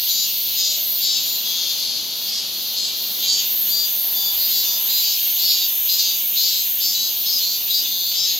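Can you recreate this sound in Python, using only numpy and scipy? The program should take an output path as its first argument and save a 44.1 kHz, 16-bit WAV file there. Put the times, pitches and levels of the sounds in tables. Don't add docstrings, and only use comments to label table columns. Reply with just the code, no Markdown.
import sys
import numpy as np
from scipy import signal
from scipy.fft import rfft, irfft, next_fast_len
from scipy.io import wavfile

SR = 44100
rng = np.random.default_rng(int(sys.argv[2]) if len(sys.argv) > 2 else 0)


def persist_wave(psi):
    counts = np.round(np.clip(psi, -1, 1) * 32767).astype(np.int16)
    wavfile.write(sys.argv[1], SR, np.atleast_2d(counts).T)


N = 369999
TIME = np.arange(N) / SR

# (frequency [Hz], relative gain [dB])
BODY_RESPONSE = [(1500, -60), (2300, -64), (3100, -6.5), (3900, 4.5), (4700, 11), (5200, 7), (5600, -18),
                 (6600, -3), (7400, -7.5), (8200, -16), (9500, -23.5), (12000, -34), (16000, -41)]
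UPPER_RESPONSE = [(4800, -59.5), (5700, -6), (6200, 5.5), (6800, 8.5), (7250, -4.5), (7900, -15),
                  (9500, -37)]
# (onset [s], duration [s], level [dB], first and last stroke rate [Hz],
# start and top of the climbing resonance [Hz], steady resonance [Hz], its share [dB],
# upper ring share [dB], blur by foliage [dB], left-right balance [dB], change of the whine [dB])
STRETCHES = [ (.08, .21, -22, 189.4, 188.4, 4400, 4955, 3900, -6, -0.5, -0.5, 2.5, -4.5),
             (.551, .22, -21.5, 186.3, 187.8, 4260, 5350, 4000, 1.5, 2, 4, 2.5, -8.5),
             (1.0, 0.22, -21, 186, 179.6, 4500, 4770, 4390, -1, -6, 4, 2.5, -9),
             (1.15, 0.27, -28.5, 182, 176.9, 4240, 4200, 4070, 3, -1, 1, 3, 3),
             (1.44, 0.32, -26, 177, 168.2, 4030, 4160, 3500, -0.5, -0.5, -2, 3.5, -3),
             (1.76, 0.27, -28.5, 169, 160, 4310, 4400, 3630, -5, -10, -0.5, 6, -6),
             (2.26, 0.18, -26.5, 186.3, 179, 4290, 4510, 4330, -10, -20, 11, 2, -12),
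             (2.75, .16, -24.5, 185.2, 185.2, 4470, 4660, 4100, 2, 0, 3.5, 3, -13),
             (3.202, 0.25, -23, 187.4, 182.7, 3740, 4720, 3855, -14, -3, 5, .5, -10),
             (3.258, 0.13, -20, 196.3, 196, 4530, 5500, 4030, -19, 0, 3, -2, -3),
             (3.671, 0.22, -23, 188, 186, 4680, 4790, 3670, -11, -6.5, -7.5, 5, -4.5),
             (4.13, 0.21, -25.5, 187, 183.8, 4840, 4615, 3530, -4, -6, -4.5, 4.5, -2.5),
             (4.35, 0.16, -26, 183.5, 177, 3500, 5070, 4400, -8, -10, 4, 0, 0.5),
             (4.49, 0.17, -22.5, 183, 183.2, 4600, 4760, 4280, -2, -9, 3, 0, -2),
             (4.621, 0.2, -26, 188.4, 185.8, 4600, 4840, 3520, 0.5, 2, -7.5, 3, -2),
             (4.871, 0.18, -22.5, 181.6, 178.3, 4230, 4930, 3820, -19, -2, 8.5, 1, 0.5),
             (5.01, .17, -23, 184.2, 186.6, 4500, 4600, 4200, 4, -3, 4, 2, -3),
             (5.369, 0.21, -20.5, 181.4, 174.6, 4300, 4940, 4440, -17, -9, 1.5, -0.5, -1.5),
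             (5.48, 0.21, -22.5, 190, 187.2, 4315, 4460, 3830, -2, -4, -1, 1.5, -3),
             (5.87, 0.2, -22, 183.5, 178.2, 3950, 4940, 4550, -18, -4, 3.5, 0.5, -2),
             (5.969, .2, -22.5, 189, 186.8, 4370, 4670, 3950, -1, -4, 3.5, -1, -3.5),
             (6.348, 0.206, -21.5, 182.4, 178.2, 4200, 4910, 4380, -20, -14, 2.5, 0, -4.5),
             (6.351, 0.16, -25, 185.8, 185.6, 3840, 5120, 3834, 1, -2, -4, 6, 1),
             (6.45, 0.22, -24.5, 188, 185.8, 4370, 4470, 4130, 6, 0, 3.5, 0, -2),
             (6.791, 0.2, -22.5, 187, 183.5, 4070, 4960, 3850, -11, -8.5, 4.5, 2, -1.5),
             (6.929, .2, -23, 188.5, 186.6, 4490, 4830, 4040, -1, -5, -3.5, 2.5, -2.5),
             (7.241, 0.18, -22, 186.4, 182.8, 4060, 4940, 3980, -2.5, -8, 0, 4, -2),
             (7.391, 0.21, -24, 186.2, 186.4, 4170, 4650, 4210, 5.5, 2, -2, 0, -3),
             (7.679, .17, -21, 185.7, 183.9, 3800, 4880, 3940, -6, -8, 2, 3.5, -1.5),
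             (7.831, 0.34, -25.5, 183.7, 179.2, 4200, 4220, 3680, -1.5, -6, -3.5, 2.5, -1),
             (8.122, 0.18, -21, 187.3, 184.2, 3970, 5370, 3910, 0.5, -6, 2.5, 2.5, -6),
             (8.239, .16, -23, 185.2, 180.4, 4240, 4440, 3870, 10.5, 4, 6, 1.5, 0.5)]


def syllables(crest=0.71, rise_s=0.029, fall_s=0.056, arch_hz=1.21):
    out = np.zeros((2, N))
    for (onset, length, db, first_hz, last_hz, start_hz, top_hz,
         steady_hz, steady_db, upper_db, blur_db, pan_db, _) in STRETCHES:
        t = np.arange(int(length * SR)) / SR
        stretch = np.sin(np.pi / 2 * np.interp(t / length, [0, crest, 1], [0, 1, .68]))
        rate_hz = np.interp(t, [0, length], [first_hz, last_hz]) + arch_hz * (stretch - stretch.mean())
        rate_hz *= 1 + 0.0011 * drift(t, 45.7)
        lag = .43 if top_hz > 4930 else .478
        blur = amp(blur_db)
        clicks = tymbals(rate_hz, jitter_s=5e-6 * blur, lag=lag, second_db=-7 - blur_db / 2)
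        slack_hz = 900 * np.exp(-t / 0.027)
        climbing = ring(clicks, start_hz + (top_hz - start_hz) * stretch - slack_hz, width_hz=750 * blur)
        steady = ring(clicks, np.full(len(t), steady_hz), width_hz=400 * blur)
        ribs = signal.fftconvolve(clicks, scatter(.014)[:512])[:len(t)]
        rasp = amp(blur_db - 2) * unit(colour(ribs, BODY_RESPONSE))
        upper = amp(upper_db - 2.5) * unit(colour(ribs, UPPER_RESPONSE))
        fade = np.clip(t / rise_s, 0, 1) * np.clip((length - t) / fall_s, 0, 1)
        swell = fade * amp(db + 1.1 * (stretch + 0.3))
        call = swell * unit(climbing + amp(steady_db) * steady + rasp + upper)
        mid, side = trees(call, leaves_db=blur_db - 2, wood_db=blur_db - 5.5, leaves_t60=.05, wood_t60=.5)
        add(out, onset, stereo(mid, side, pan=(amp(pan_db) - 1) / (amp(pan_db) + 1)))
    return out


# (time [s], stroke rate [Hz], prominence [dB])
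WHINING_CICADAS = [
    [(0, 187, -15), (.85, 184.9, 10), (1.2, 180, 10), (1.8, 167.2, -5), (2.0, 176.7, 0), (2.5, 180.2, 22),
     (3.4, 185.3, 0), (3.9, 183.6, -4.5), (4.4, 185.1, 1), (4.8, 184.5, -3), (5.5, 187.8, -1.5),
     (6.7, 184.5, -10), (7.3, 187.8, -7), (7.6, 185.7, -1), (8.39, 184.7, 10)],
    [(3.3, 195.7, -40), (3.42, 198.3, -3.5), (4.3, 194.8, -7.5), (4.8, 198.3, -1), (5.0, 193.1, 2),
     (5.2, 188.3, 2), (6.0, 177.6, -4), (6.4, 169.6, -7), (6.9, 164.2, -12)],
    [(4.7, 185.5, -33), (5.0, 185.5, -9), (5.6, 187, -1), (6.8, 187.5, -15), (7.1, 189.7, 11),
     (7.55, 182.9, 8), (7.8, 183.9, 2), (8.39, 182, 14)],
]
# (time [s], level [dB])
WHINE_LEVEL = [(0, -20), (.94, -20.5), (1.3, -26.5), (2.12, -32.5), (2.3, -23), (2.45, -30), (3.3, -24.5),
               (3.41, -19.5), (4.3, -19.5), (6.7, -19.5), (6.95, -22), (8.39, -24.5)]
WHINE_SIDE_LEVEL = [(0, 4), (1.4, 3), (1.9, -34), (3.5, 0), (4.3, 1), (4.9, -5), (6.5, -4.5), (7.0, 0),
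                    (8.39, 2)]
# (frequency [Hz], relative gain [dB])
WHINE_RESPONSE = [(6000, -17.5), (8500, -15.5), (9700, -17.5), (10800, -7), (11700, 3.5), (12700, 9),
                  (13600, 7), (14700, 8), (15800, -3.5)]
HUM_RESPONSE = [(1200, -66), (1900, -37), (2300, -7.5), (2750, 1.5), (3150, 4.5), (3700, 6), (4600, -17),
                (6500, 5.5), (7400, -9.5), (9000, -47)]


def whine():
    buzz, rasp, power = np.zeros((2, N)), np.zeros(N), np.zeros(N)
    for cicada in WHINING_CICADAS:
        rate_hz, db = follow(cicada)
        clicks = tymbals(rate_hz * (1 + .000814 * drift(TIME, 30)), jitter_s=5e-6, lag=.46, second_db=-16.5)
        buzz += trees(clicks * amp(db), leaves_db=7.5, wood_db=10.5, leaves_t60=0.15, wood_t60=0.73)
        rough = tymbals(rate_hz * (1 + .01 * drift(TIME, 13)), jitter_s=6e-5, lag=.38, second_db=-4.5)
        rasp += rough * amp(db)
        power += amp(db) ** 2
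    buzz /= np.sqrt(power)
    rasp = trees(rasp / np.sqrt(power), leaves_db=-4, wood_db=2, leaves_t60=0.039, wood_t60=0.47)
    dip_db, hum_gain = abdomen()
    high = amp(follow(WHINE_LEVEL)[0] + dip_db) * unit(colour(buzz, WHINE_RESPONSE))
    high[1] *= amp(follow(WHINE_SIDE_LEVEL)[0])
    hum = hum_gain * unit(colour(buzz + amp(-1) * rasp, HUM_RESPONSE))
    return stereo(*(high + hum))


# (time [s], level [dB])
HUM_LEVEL = [(0, -38.5), (3.1, -41), (3.8, -36), (4.4, -40.5), (5.2, -31.5), (6.2, -33.5), (7.0, -38),
             (8.39, -52)]


def abdomen(flare_db=-9.5, opening_s=0.0099, closing_s=0.039):
    dip_db, hum_power = np.zeros(N), amp(follow(HUM_LEVEL)[0]) ** 2
    for onset, length, db, *_, change_db in STRETCHES:
        dip_db += change_db * hump(onset + 0.47 * length, rise_s=0.056, fall_s=0.12)
        flares = hump(onset, opening_s, opening_s) + hump(onset + 0.99 * length, closing_s, closing_s)
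        hum_power += amp(db + flare_db) ** 2 * flares
    return dip_db, np.sqrt(hum_power)


def tymbals(rate_hz, jitter_s, lag, second_db, uneven=0.15):
    phase = np.cumsum(rate_hz) / SR
    strokes = np.arange(int(phase[-1]))[:, None] + np.array([0, lag])
    late, strength = rng.standard_normal((2, 2048, 2))[:, :len(strokes)]
    at = (np.interp(strokes, phase, np.arange(len(phase))) + late * jitter_s * SR).reshape(-1, 1)
    strength = ((1 + uneven * strength) * amp([0, second_db])).reshape(-1, 1)
    near = np.floor(at).astype(int) + np.arange(-7, 9)
    clicks = strength * np.sinc(near - at) * np.sinc((near - at) / 8)
    return unit(np.bincount(near.ravel() % len(phase), clicks.ravel(), len(phase)))


def ring(x, hz, width_hz):
    phasor = np.exp(2j * np.pi * np.cumsum(hz) / SR)
    pole = np.exp(-np.pi * width_hz / SR)
    for _ in range(2):
        x = 2 * (phasor * signal.lfilter([1 - pole], [1, -pole], x / phasor)).real
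    return unit(x)


def trees(x, leaves_db, wood_db, leaves_t60, wood_t60):
    mid, side = (amp(leaves_db) * scatter(leaves_t60) + amp(wood_db) * scatter(wood_t60) for _ in range(2))
    mid[0] += 1
    heard = np.array([signal.fftconvolve(x, path)[:N] for path in (mid, side)])
    return heard * np.linalg.norm(x) / np.linalg.norm(heard, axis=1, keepdims=True)


def scatter(t60):
    t = np.arange(SR // 2) / SR
    echoes = rng.standard_normal(len(t)) * amp(-60 * t / t60)
    return echoes / np.linalg.norm(echoes)


# (time [s], level [dB])
CHORUS_LEVEL = [(0, -25.5), (.9, -29), (1.9, -24), (2.3, -25), (3.1, -28.5), (3.6, -32), (4.1, -29.5),
                (4.75, -32.5), (5.25, -30.5), (5.8, -37.5), (6.6, -38), (7.2, -29.5), (8.39, -31)]
# (frequency [Hz], relative gain [dB])
CHORUS_RESPONSE = [(1200, -46), (2000, -25.5), (2600, -17), (3200, -5.5), (3800, -2.5), (4550, 2),
                   (5050, -8), (5500, -9), (6500, -9), (7300, -20), (8500, -27), (12000, -11), (16000, -86)]


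def chorus(count=6):
    far = np.zeros((2, N))
    for _ in range(count):
        rate_hz = 180 * (1 + .04 * drift(TIME, 1.3))
        buzz = tymbals(rate_hz, jitter_s=4e-5, lag=.46, second_db=-0.5) * amp(2.5 * drift(TIME, 5))
        far += trees(buzz, leaves_db=1.5, wood_db=3.5, leaves_t60=0.06, wood_t60=0.25)
    mid, side = unit(colour(far, CHORUS_RESPONSE)) * amp(follow(CHORUS_LEVEL)[0])
    return stereo(mid, side, pan=0.074)


# (time [s], rumble level [dB], rush level [dB])
AIR_LEVELS = [(.3, -54.5, -52), (1.1, -53, -51), (1.55, -51.5, -48), (2.0, -51.5, -49), (3.2, -51, -48.7),
              (3.9, -53, -49.5), (4.8, -53.5, -48), (5.2, -54.5, -51), (5.6, -54.5, -50), (6.5, -55.5, -52),
              (7.2, -54.5, -51), (8.39, -53, -51)]
# (frequency [Hz], relative level [dB])
AIR_SPECTRUM = [(12, -39), (20, -8), (44, -3.5), (107, -6.5), (201, 1.5), (438, -2.5), (822, -4),
                (1320, -8.5), (1900, -9), (2470, -8.5), (4180, -120)]


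def air(deep_hz=120, split_hz=450, waver_db=1.1):
    noise = colour(rng.standard_normal((2, N)), AIR_SPECTRUM)
    deep, low = (signal.sosfiltfilt(signal.butter(4, hz, fs=SR, output="sos"), noise)
                 for hz in (deep_hz, split_hz))
    rumble_db, rush_db = follow(AIR_LEVELS)
    drone = amp(-62.5) * unit(deep)
    rumble = amp(rumble_db + waver_db * drift(TIME, 6) - 0.23) * unit(low - deep)
    rush = amp(rush_db + 0.73) * unit(noise - low)
    return stereo(*(drone + rumble + rush))


# (onset [s], duration [s], frequency [Hz], resonator bandwidth [Hz], level [dB])
FAR_TONES = [(.56, 0.45, 627, 80, -52.5), (3.948, 0.53, 765, 450, -49.5), (4.598, 0.37, 939, 401.6, -52)]


def hoots():
    out = np.zeros((2, N))
    for onset, length, hz, width_hz, db in FAR_TONES:
        size = int(length * SR)
        mid, side = (ring(rng.standard_normal(N)[:size], np.full(size, hz), width_hz) for _ in range(2))
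        add(out, onset, amp(db) * stereo(mid, side) * signal.windows.tukey(size, .5))
    return out


# (frequency [Hz], side gain [dB])
SIDE_RESPONSE = [(30, -38), (120, -33), (250, -18.5), (600, -10.5), (1300, -6), (2050, -31), (2700, -11),
                 (4700, -9), (6700, -9), (8000, -28), (9200, -19), (10400, -2), (11800, -21), (15000, -34)]


def stereo(mid, side, pan=0):
    return np.array([mid, colour(side, SIDE_RESPONSE) + pan * mid])


def colour(x, response):
    size = next_fast_len(x.shape[-1] + 2048)
    hz, db = np.transpose(response)
    gain = amp(np.interp(np.log(np.fft.rfftfreq(size, 1 / SR) + 1), np.log(hz + 1), db))
    return irfft(rfft(x, size) * gain, size)[..., :x.shape[-1]]


def amp(db):
    return 10 ** (np.asarray(db) / 20)


def unit(x):
    return x / np.sqrt(np.mean(x ** 2) + 1e-20)


def follow(rows):
    times, *columns = np.transpose(rows)
    return [np.interp(TIME, times, column) for column in columns]


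def drift(t, per_s):
    knots = rng.standard_normal(1024)
    return np.interp(t * per_s, np.arange(len(knots)), knots)


def hump(peak_s, rise_s, fall_s):
    return np.exp(-((TIME - peak_s) / np.where(TIME < peak_s, rise_s, fall_s)) ** 2)


def add(mix, onset_s, sound):
    part = mix[:, max(round(onset_s * SR), 0):][:, :sound.shape[1]]
    part += sound[:, :part.shape[1]]


def scene():
    small_body = signal.butter(6, 1800, "highpass", fs=SR, output="sos")
    cicadas = signal.sosfilt(small_body, syllables() + whine() + chorus())
    mid, side = cicadas + air() + hoots()
    return np.array([mid + side, mid - side])


def record(dry):
    lowpass = signal.firwin(601, cutoff=15900, window=("kaiser", 8), fs=SR)
    return signal.oaconvolve(dry, lowpass[None], "same")


dry = scene()
out = record(dry)
persist_wave(out)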